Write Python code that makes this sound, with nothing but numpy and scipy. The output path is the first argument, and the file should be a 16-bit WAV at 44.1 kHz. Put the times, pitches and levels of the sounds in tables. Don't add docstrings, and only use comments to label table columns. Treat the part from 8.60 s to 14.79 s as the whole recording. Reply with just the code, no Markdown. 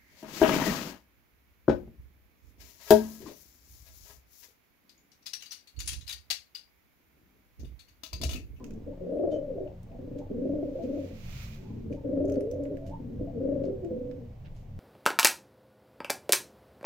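import sys
import numpy as np
from scipy import signal
from scipy.fft import rfft, irfft, next_fast_len
from scipy.io import wavfile
from scipy.ndimage import uniform_filter1d

SR = 44100
rng = np.random.default_rng(int(sys.argv[2]) if len(sys.argv) > 2 else 0)


def dump_mix(stems):
    frames = np.atleast_2d(stems).T
    limited = np.clip(frames, -1, 1)
    pcm = np.round(limited * 32767).astype(np.int16)
    wavfile.write(sys.argv[1], SR, pcm)


N = 273023
T = np.arange(N) / SR


def from_db(db):
    return 10 ** (np.asarray(db) / 20)


def rms_one(x):
    return x / np.sqrt(np.mean(x ** 2) + 1e-20)


def in_time(rows):
    s, *columns = np.transpose(rows)
    return [np.interp(T, s, c) for c in columns]


def during(start, end, fade_s):
    fade_in = np.clip((T - start) / fade_s + 1, 0, 1)
    fade_out = np.clip((end - T) / fade_s + 1, 0, 1)
    return fade_in * fade_out


def since(s):
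    return np.maximum(T - s, 0)


def until(s):
    return np.maximum(s - T, 0)


def turns(hz):
    return 2 * np.pi * np.cumsum(hz) / SR


def cut(x, hz, kind, order=2):
    return signal.sosfilt(signal.butter(order, hz, kind, fs=SR, output="sos"), x)


def smooth_low(x, hz, order):
    return signal.sosfiltfilt(signal.butter(order, hz, fs=SR, output="sos"), x)


def drift(rate_hz):
    return rms_one(cut(rng.standard_normal(N + SR), rate_hz, "low")[SR:])


def resonate(x, hz, width_hz):
    r = np.exp(-np.pi * width_hz / SR)
    top = np.array([1, 0, -1]) * (1 - r * r) / 2
    return signal.lfilter(top, [1, -2 * r * np.cos(2 * np.pi * hz / SR), r * r], x)


def stereo_noise(side_db):
    mid, side = rng.standard_normal((2, N))
    return mid + from_db(side_db) * side * [[1], [-1]]


def coloured(spectrum, side_db):
    hz, db = np.transpose(spectrum)
    size = next_fast_len(N)
    bins = np.maximum(np.arange(size // 2 + 1) * SR / size, 1)
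    gain = from_db(np.interp(np.log(bins), np.log(hz), db, left=-120, right=-120))
    shaped = irfft(rfft(stereo_noise(side_db), size) * gain, size)
    return rms_one(shaped[:, :N])


def pan(left_db):
    return from_db(np.array([[left_db], [-left_db]]) / 2)


LOFT_T60_S = 0.23


def loft(x, wet_db, apart=1):
    t = T[:SR // 2]
    decay = from_db(-60 * t / LOFT_T60_S) * (t > .003)
    mid, side = rng.standard_normal((2, len(t))) * decay
    tail = mid + apart * side * [[1], [-1]]
    tail /= np.sqrt(np.sum(tail ** 2, axis=1, keepdims=True))
    return x + from_db(wet_db) * signal.fftconvolve(np.atleast_2d(x), tail, axes=1)[:, :N]


def even(x):
    power = uniform_filter1d(uniform_filter1d(x ** 2, size=1900), size=1500)
    return x / np.sqrt(np.maximum(power + power.mean(axis=0), 0) / 2 + 1e-9)


# time in seconds, throat sound left minus right in dB.
FACING = [(0, 1.5), (.7, 3), (1.9, -2), (3.7, 0.5), (4.4, -5), (4.9, 5.5), (5.4, -2.5)]
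CROP_LEFT_DB = .3


def pigeon(split_hz=420, low_hz=165, top_hz=603, leak_db=-27, strain=1.396,
           crop_gain_db=0.11, throat_gain_db=-0.65, slide_db=0.5):
    crop_db, throat_db, pitch, rough, throbs = phrasing()
    lift, push_db = surges()
    crop_db, throat_db = crop_db + push_db, throat_db + push_db
    call = growl(pitch * (1 + lift), rough, throbs)
    voice = loft(call, wet_db=-8, apart=1.3) + standing_waves(call)

    muffled = cut(cut(voice, low_hz, "high", order=4), top_hz, "low", order=9)
    crop = smooth_low(muffled, split_hz, order=5)
    throat = muffled - crop
    overtones = cut(cut(voice, 2600, "high", order=4), [850, 1500], "band")
    leak = from_db(leak_db + strain * throat_db) * even(overtones)

    left_db, = in_time(FACING)
    ears = from_db(np.array([left_db, -left_db]) / 2)
    forward = from_db(throat_db + throat_gain_db) * even(throat)
    forward = forward + from_db(slide_db) * slides(rough, throbs)
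    chest = from_db(crop_db + crop_gain_db) * even(crop) * pan(CROP_LEFT_DB)
    return chest + forward * ears + leak


# start, peak and end in seconds, crop level in dB and throat level in dB (both before surges and
# final gains), top pitch in Hz before the throbs bend it, arch of the pitch in Hz per second squared,
# roughness from 0 to 1, first throbs per second, slowing per second.
GROWLS = [(0.402, 0.612, 0.8, -34.5, -29.5, 317.9, 1000, 0.72, 38.7, 2.13),
          (0.968, 0.983, 1.067, -46.5, -39.5, 307.8, 980, 0.78, 35.3, 0.077),
          (1.704, 1.866, 2.107, -30, -35, 280.5, 598.7, 0.66, 30.2, 1.16),
          (2.231, 2.286, 2.425, -33, -36.5, 282.8, 2274, 0.63, 23.5, 1.38),
          (3.445, 3.563, 3.825, -29.5, -31.5, 282.2, 61.8, 0.61, 26.7, 0.14),
          (3.991, 3.994, 4.15, -34.5, -37, 287.6, 597.8, 0.54, 18.85, 1.2),
          (4.752, 4.879, 5.085, -30.5, -31.5, 278.1, 705.6, 0.67, 25.4, 0.11),
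          (5.306, 5.348, 5.64, -38.5, -47.5, 260.6, 1002, 0.5, 34.1, 2.18)]
# start in seconds, crop level in dB, throat level in dB (both before surges and final gains).
GRUNTS = [(0.268, -41, -42), (1.552, -38, -41), (3.301, -36.5, -41.5), (4.601, -35, -41)]
# start and end in seconds, crop level in dB and throat level in dB (both before swell, surges and
# final gains), pitch in Hz before the throbs bend it, roughness from 0 to 1.
MURMURS = [(0, 0.179, -44, -60, 225.6, 0.86), (0.818, 0.961, -44.5, -43.5, 267.4, .65),
           (1.384, 1.536, -43.5, -50.5, 261.6, 0.81), (2.487, 2.518, -47, -49, 262.7, 0.72),
           (3.074, 3.304, -42.5, -80, 215.2, 0.8), (3.931, 3.975, -41.5, -40, 290.4, 0.59),
           (4.188, 4.318, -46, -48, 282.9, 0.53), (4.386, 4.575, -41.5, -61, 244.5, 0.7),
           (4.679, 4.751, -43.5, -50.5, 265.3, 0.67), (5.109, 5.192, -53.5, -43, 255.8, 0.48),
           (5.231, 5.281, -59, -46, 340, 0.35)]
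GRUNT_S, GRUNT_HZ, GRUNT_ROUGH, GRUNT_THROBS_PER_S = 0.0441, 282.3, .75, 30


def phrasing():
    notes = [growled_note(*row) for row in GROWLS] + [soft_note(*row) for row in MURMURS]
    for s, crop, throat in GRUNTS:
        notes.append(growled_note(s, s, s + GRUNT_S, crop, throat, GRUNT_HZ, 0,
                                  GRUNT_ROUGH, GRUNT_THROBS_PER_S, 0))
    voice = notes[0]
    for note in notes[1:]:
        stronger = np.maximum(note[0], note[1]) > np.maximum(voice[0], voice[1])
        voice = [np.where(stronger, new, old) for new, old in zip(note, voice)]
    return [uniform_filter1d(control, size=260) for control in voice[:4]] + [voice[4]]


SWELL_DB_PER_S, CROP_SAG_DB_PER_S, THROAT_SAG_DB_PER_S = 58, 28, 14.5
PITCH_TOP_SHARE = .62
SCOOP_HZ_PER_S2 = 2000


def growled_note(start, peak, end, crop_db, throat_db, hz, arch, rough, per_s, slowing):
    edges, swell = edges_db(start, end), -SWELL_DB_PER_S * until(peak)
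    crop = swell - CROP_SAG_DB_PER_S * since(peak)
    throat = swell - THROAT_SAG_DB_PER_S * since(peak)
    top = start + PITCH_TOP_SHARE * (end - start)
    pitch = hz - arch * (np.clip(T, start, end) - top) ** 2 - SCOOP_HZ_PER_S2 * until(peak) ** 2
    throbs = per_s * (T - start) / (1 + abs(slowing) * since(start) / 2)
    return crop_db + crop + edges, throat_db + throat + edges, pitch, rough, throbs


ATTACK_DB_PER_S, RELEASE_DB_PER_S = 1396, 153


def edges_db(start, end):
    return -ATTACK_DB_PER_S * until(start) - RELEASE_DB_PER_S * since(end)


MURMUR_SWELL_DB_PER_S, MURMUR_ATTACK_DB_PER_S = 13.5, 140
SOFT_THROBS_PER_S, SOFT_UNEVEN = 33, 0.4975


def soft_note(start, end, crop_db, throat_db, hz, rough):
    level = -MURMUR_ATTACK_DB_PER_S * until(start) - RELEASE_DB_PER_S * since(end)
    level += MURMUR_SWELL_DB_PER_S * (np.clip(T, start, end) - (start + end) / 2)
    throb_rate = SOFT_THROBS_PER_S * (1 + SOFT_UNEVEN * drift(20.2))
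    throbs = np.cumsum(throb_rate * (T > start)) / SR
    return crop_db + level, throat_db + level, hz, rough, throbs


# time in seconds, pitch rise as a share, extra level in dB.
SURGES = [(.279, 0, 1), (.524, 0.028, 3.5), (.637, 0.11, 2), (0.681, 0.078, 2), (.745, 0.017, 3.5),
          (.99, 0.1213, 5.5), (1.711, 0.032, 4.5), (1.929, 0.14, 2.5), (1.969, 0.14, 1), (2.03, 0.16, 2),
          (2.372, 0.25, 3.5), (3.322, 0.0031, 2.5), (3.457, 0.086, 1.5), (3.598, 0, 4.5),
          (3.712, 0.0056, 5), (3.78, 0, 8), (4.872, 0.029, 1.5), (4.909, 0.057, 0.5), (5.102, 0, 4)]
SURGE_S = .012


def surges():
    lift, push_db = np.zeros((2, N))
    for s, share, db in SURGES:
        bump = np.exp(-np.minimum(((T - s) / SURGE_S) ** 2, 50))
        lift += share * bump
        push_db += db * bump
    return lift, push_db


def growl(pitch, rough, throbs, bend=.28, fall=1.9, rise=.13, octave_db=-1, third_db=-10,
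          shimmer_db=4.5, rasp_db=-1.0, stumble=0.05):
    rough = np.clip(rough, 0, 1)
    cycle = (throbs + stumble * drift(16.6)) % 1
    throb = (1 - np.exp(-(cycle / rise) ** 2)) * np.exp(-fall * cycle) * (1 - cycle ** 8)
    throb /= throb.max()
    jitter = .08 * drift(130)
    phase = turns(pitch * (1 + rough * (bend * (throb - .65) + jitter)))
    tone = np.sin(phase) + from_db(octave_db) * np.sin(2 * phase) + from_db(third_db) * np.sin(3 * phase)
    between = drift(280) * np.sin(phase + phase / 2)
    under = .5 * drift(190) * np.sin(phase / 2)
    rasp = rough * from_db(rasp_db) * (between + under)
    depth = rough ** .7
    opening = 1 - depth + depth * throb
    shimmer = from_db(shimmer_db * rough * drift(110))
    return rms_one((tone + rasp) * opening * shimmer)


# time in seconds, pitch in Hz before it wavers, level in dB before the slide gain and panning.
SLIDES = [
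    [(.85, 601.6, -45), (.888, 556.8, -36.5), (.92, 471.5, -36.5), (.95, 392.7, -41.5), (1.02, 381, -36.5),
     (1.07, 361, -50)],
    [(2.1, 590.5, -53), (2.14, 555, -47), (2.157, 545, -34.5), (2.178, 504.4, -38)],
    [(2.19, 349.8, -35), (2.215, 338.7, -41.5)],
    [(3.61, 323.7, -41), (3.65, 385.3, -29), (3.71, 414.6, -37), (3.79, 398.6, -36), (3.86, 428.7, -32),
     (3.92, 497.4, -36.5), (3.97, 524, -38.5)],
    [(4.105, 429, -37.5), (4.15, 348, -42)],
    [(4.21, 643.4, -51.5), (4.26, 657, -48.5), (4.3, 678.3, -55)],
    [(5.07, 402.4, -35.5), (5.15, 387.7, -35.5), (5.205, 375.7, -51.5), (5.245, 342.4, -30.5),
     (5.3, 331.6, -38)],
    [(5.31, 507, -33), (5.41, 489, -38.5), (5.5, 500.3, -40.5), (5.56, 495, -50.5), (5.66, 492.8, -63)],
]


def slides(rough, throbs, octave_db=-14, flutter_db=6.0, top_hz=690):
    waver = rough * (.035 * drift(100) + .03 * np.sin(2 * np.pi * throbs))
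    flutter = from_db(flutter_db * rough * drift(54))
    tone, level = np.zeros((2, N))
    for rows in SLIDES:
        pitch, db = in_time(rows)
        start, end = rows[0][0], rows[-1][0]
        phase = turns(pitch * (1 + waver))
        tone += during(start, end, 0.043) * (np.sin(phase) + from_db(octave_db) * np.sin(2 * phase))
        level = np.maximum(level, from_db(db + np.maximum(edges_db(start, end), -100)))
    quivering = flutter * tone
    heard = loft(quivering, wet_db=-9, apart=.7) + .5 * standing_waves(quivering)
    return level * even(cut(heard, top_hz, "low", order=16))


# pitch in Hz, width in Hz, left gain, right gain.
CORNER = [(176.7, 12, 4.5, 2), (217.6, 8, 2, 1.9), (243.9, 5.3, 4, 1.5), (280.2, 9.7, 3.5, 1.77),
          (294, 33, 1.8, 0.42), (337.5, 19, 2.5, -3), (372.9, 5.4, 2.64, 3.5), (391.5, 14, -3, 3),
          (432.5, 14, 0.5, 0), (459.6, 8.8, 3.5, 1), (495.4, 5.2, 0.5, 6), (518, 8, 0.96, 1),
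          (543.4, 5.4, 5.5, 0.4), (560.7, 3.8, 0.95, 1), (592, 4.8, 3, 1.5)]


def standing_waves(x):
    return sum(np.array([[left], [right]]) * resonate(x, hz, width) for hz, width, left, right in CORNER)


# middle in seconds, half length in seconds, middle pitch in Hz before it wavers,
# level in dB before the final gain.
HICCUPS = [(0.006, 0.0058, 923, -59), (0.331, 0.012, 882, -68), (1.08, 0.021, 698, -58.5),
           (1.34, 0.048, 686.7, -62.5), (1.616, 0.014, 784, -58), (2.196, 0.017, 659, -50.5),
           (3.075, 0.038, 868, -68.5), (3.378, 0.021, 840, -68), (4.329, 0.019, 882, -54),
           (4.679, 0.0093, 734.4, -51.5)]
HICCUP_TOP_HZ = 1110


def hiccups(climb=0.044, rough=0.082, level_db=3):
    out = np.zeros(N)
    hoarse = rough * drift(90)
    for s, length, hz, db in HICCUPS:
        progress = (T - s) / length
        pitch = hz * (1 + climb * np.clip(progress, -2, 2) + hoarse)
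        bump = np.exp(-np.minimum(progress ** 2, 50))
        out += from_db(db + level_db) * bump * np.sin(turns(pitch))
    return loft(np.sqrt(2) * cut(out, HICCUP_TOP_HZ, "low", order=8), wet_db=5.0)


# start and end in seconds, pitch in Hz before it wavers, level in dB before the scratchiness.
SQUEAK_PARTIALS = [(0.51, 0.598, 9400, -83), (0.714, 0.732, 3600, -70.5), (0.722, 0.765, 3060, -61.5),
                   (0.72, 0.755, 5740, -75), (0.735, 0.772, 6480, -74.5)]


def rubbing_squeaks(scratch_db=3):
    waver = .008 * drift(300)
    partials = sum(from_db(db) * during(start, end, 0.012) * np.sin(turns(hz * (1 + waver)))
                   for start, end, hz, db in SQUEAK_PARTIALS)
    return loft(partials * from_db(scratch_db * np.tanh(drift(250))), wet_db=-3)


# time in seconds, level of the bright part in dB, level of the dull part in dB (both before the
# tick gains and panning), ringing pitch in Hz.
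TICKS = [(0.042, -51.5, -47.5, 6560), (0.065, -61, -69.5, 6500), (0.107, -59.5, -53.5, 6600),
         (0.137, -63.5, -75, 6230), (0.586, -94, -70.5, 2730), (1.075, -77, -60.5, 2700),
         (1.2304, -60, -79, 9500), (1.317, -85, -68, 2489), (1.586, -63, -62.5, 3494),
         (3.326, -67, -57.5, 2393), (3.653, -59.5, -86, 6525), (3.682, -61, -77.5, 6716),
         (3.697, -55, -49.5, 6770), (3.7208, -54, -80, 5900), (3.7404, -60.5, -55, 6300),
         (3.756, -62, -54.5, 4700), (3.807, -54.5, -54, 9800), (3.9127, -52.5, -57.5, 5950),
         (4.0355, -58.5, -85, 7100), (4.0533, -73.5, -56, 1750), (4.17, -61, -57.5, 1740),
         (5.038, -73, -57, 4364), (5.247, -65, -55, 7300), (5.512, -70, -53.5, 4986)]
# frequency in Hz, relative level in dB.
TICK_COLOUR = [(710, -32.5), (1200, -8), (2530, -1.5), (3950, -13), (5780, -8), (11300, -19.5),
               (13600, -14), (16000, -14.5)]
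# start in seconds, length in seconds, level in dB before grain and panning, top frequency in Hz.
SCUFFS = [(0.724, 0.044, -71.5, 9100), (1.592, 0.013, -73, 7500), (2.238, .012, -70.5, 9000),
          (3.334, 0.029, -73.5, 12030), (4.042, 0.02, -82, 15000), (4.272, 0.038, -72.5, 14000),
          (5.048, 0.022, -72.5, 8000), (5.865, 0.014, -63.5, 3600), (5.962, 0.074, -77.5, 13000)]
# frequency in Hz, relative level in dB.
SCUFF_COLOUR = [(880, -30), (1500, -13), (2880, -7), (3090, -10.5), (3310, -11.5), (6690, -12), (8320, -23),
                (14600, -19.5), (16000, -31.5)]
TICK_RING_DB, TICK_RING_WIDTH_HZ = 9, 500


def litter(tick_s=0.0035, bright_db=-1, dull_db=-1, grain_db=16):
    crack = coloured(TICK_COLOUR, side_db=-1.5)
    bright = rms_one(cut(crack, 4500, "high"))
    dull = rms_one(cut(crack, 3800, "low", order=4))
    ticks = np.zeros((2, N))
    for s, high_db, low_db, hz in TICKS:
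        near = slice(int(s * SR), int(s * SR) + SR // 20)
        age = T[near] - T[near][0]
        shape = np.exp(-age / tick_s) * (1 - np.exp(-age / 0.00027))
        snap = from_db(high_db + bright_db) * bright[:, near] + from_db(low_db + dull_db) * dull[:, near]
        snap = shape * snap
        ticks[:, near] += snap + from_db(TICK_RING_DB) * resonate(snap, hz, TICK_RING_WIDTH_HZ)

    grains = from_db(grain_db * np.tanh(drift(880))) * coloured(SCUFF_COLOUR, side_db=-4.0)
    scrape = np.zeros((2, N))
    for s, length, db, top_hz in SCUFFS:
        shape = during(s, s + length, 0.023) * np.exp(-np.clip((T - s) / length, 0, 2))
        scrape += from_db(db) * shape * cut(grains, min(top_hz, .45 * SR), "low", order=4)
    return loft(ticks + scrape, wet_db=-6) * pan(-3.5)


# time in seconds, level in dB before the sleeve gain, unevenness and panning.
SLEEVE = [(1.798, -85), (2.2, -75), (2.551, -67.5), (2.78, -59.5), (2.946, -64), (3.0, -71.5),
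          (3.25, -82.5)]
# frequency in Hz, relative level in dB.
SLEEVE_COLOUR = [(530, -34), (900, -15), (1300, -7.5), (1800, -8), (2350, -0.5), (3000, -6), (4600, -8.5),
                 (6700, -10), (8250, -20.5), (11000, -21.5), (14500, -12), (16000, -18.5)]


def sleeve(level_db=7.5, grain_db=0.4, uneven_db=1, brighten=0.17):
    db, = in_time(SLEEVE)
    swell_db = db + level_db + grain_db * drift(210) + uneven_db * drift(8.6)
    rub = coloured(SLEEVE_COLOUR, side_db=1.0) * from_db(swell_db)
    upper = rub - smooth_low(rub, 2900, order=2)
    rub = rub + (from_db(brighten * (db - db.max())) - 1) * upper
    body = smooth_low(rub, 6000, order=1)
    return during(SLEEVE[0][0], SLEEVE[-1][0], 0.031) * (body * pan(-9.0) + (rub - body) * pan(-.3))


# time in seconds, deep rumble in dB before its gain, hum in dB.
RUMBLE = [(0, -44.5, -46), (0.6, -51.5, -47.5), (1.2, -45.5, -46.5), (2.4, -50.5, -47), (2.75, -42, -41.5),
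          (3.05, -52, -43), (4.7, -45.5, -41), (5.7, -50, -45), (6.19, -43, -43.5)]
# pitch in Hz, width in Hz, relative level in dB before it wanders.
HUM_MODES = [(52.5, 14, -3), (89.1, 8.3, 2), (117.7, 8.7, 0.5), (133.2, 10, -4), (175.8, 7.7, -4),
             (219.8, 2.4, -8)]


def building(deep_gain_db=-1, wander_db=2.5):
    deep_db, hum_db = in_time(RUMBLE)
    hum = sum(from_db(db + wander_db * drift(2.7)) * rms_one(resonate(stereo_noise(-20.5), hz, width))
              for hz, width, db in HUM_MODES)
    hum = rms_one(cut(hum, 260, "low", order=4))
    deep = rms_one(cut(stereo_noise(-15.0), [15, 27], "band"))
    return from_db(hum_db) * hum + from_db(deep_db + deep_gain_db) * deep


# frequency in Hz, relative level in dB.
AIR = [(150, -22), (230, -10.5), (330, -9.5), (560, -6), (750, -12), (1300, -25), (2300, -25.5),
       (4000, -32.5), (6500, -36.5), (8000, -41), (11000, -46), (15000, -34.5), (16500, -48)]
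AIR_DB = -60.5


def hiss(swell_db=-0.07, lean=0.22):
    air = coloured(AIR, side_db=-3.0)
    leaning = air + lean * resonate(air, 2600, 3300) * [[-1], [1]]
    return from_db(AIR_DB + swell_db * drift(1.2)) * leaning


def scene():
    return pigeon() + hiccups() + rubbing_squeaks() + litter() + sleeve() + building() + hiss()


CUTOFF_HZ = 15900


def record(dry):
    return signal.sosfilt(signal.ellip(10, .1, 70, CUTOFF_HZ, fs=SR, output="sos"), dry)


dry = scene()
out = record(dry)
dump_mix(out)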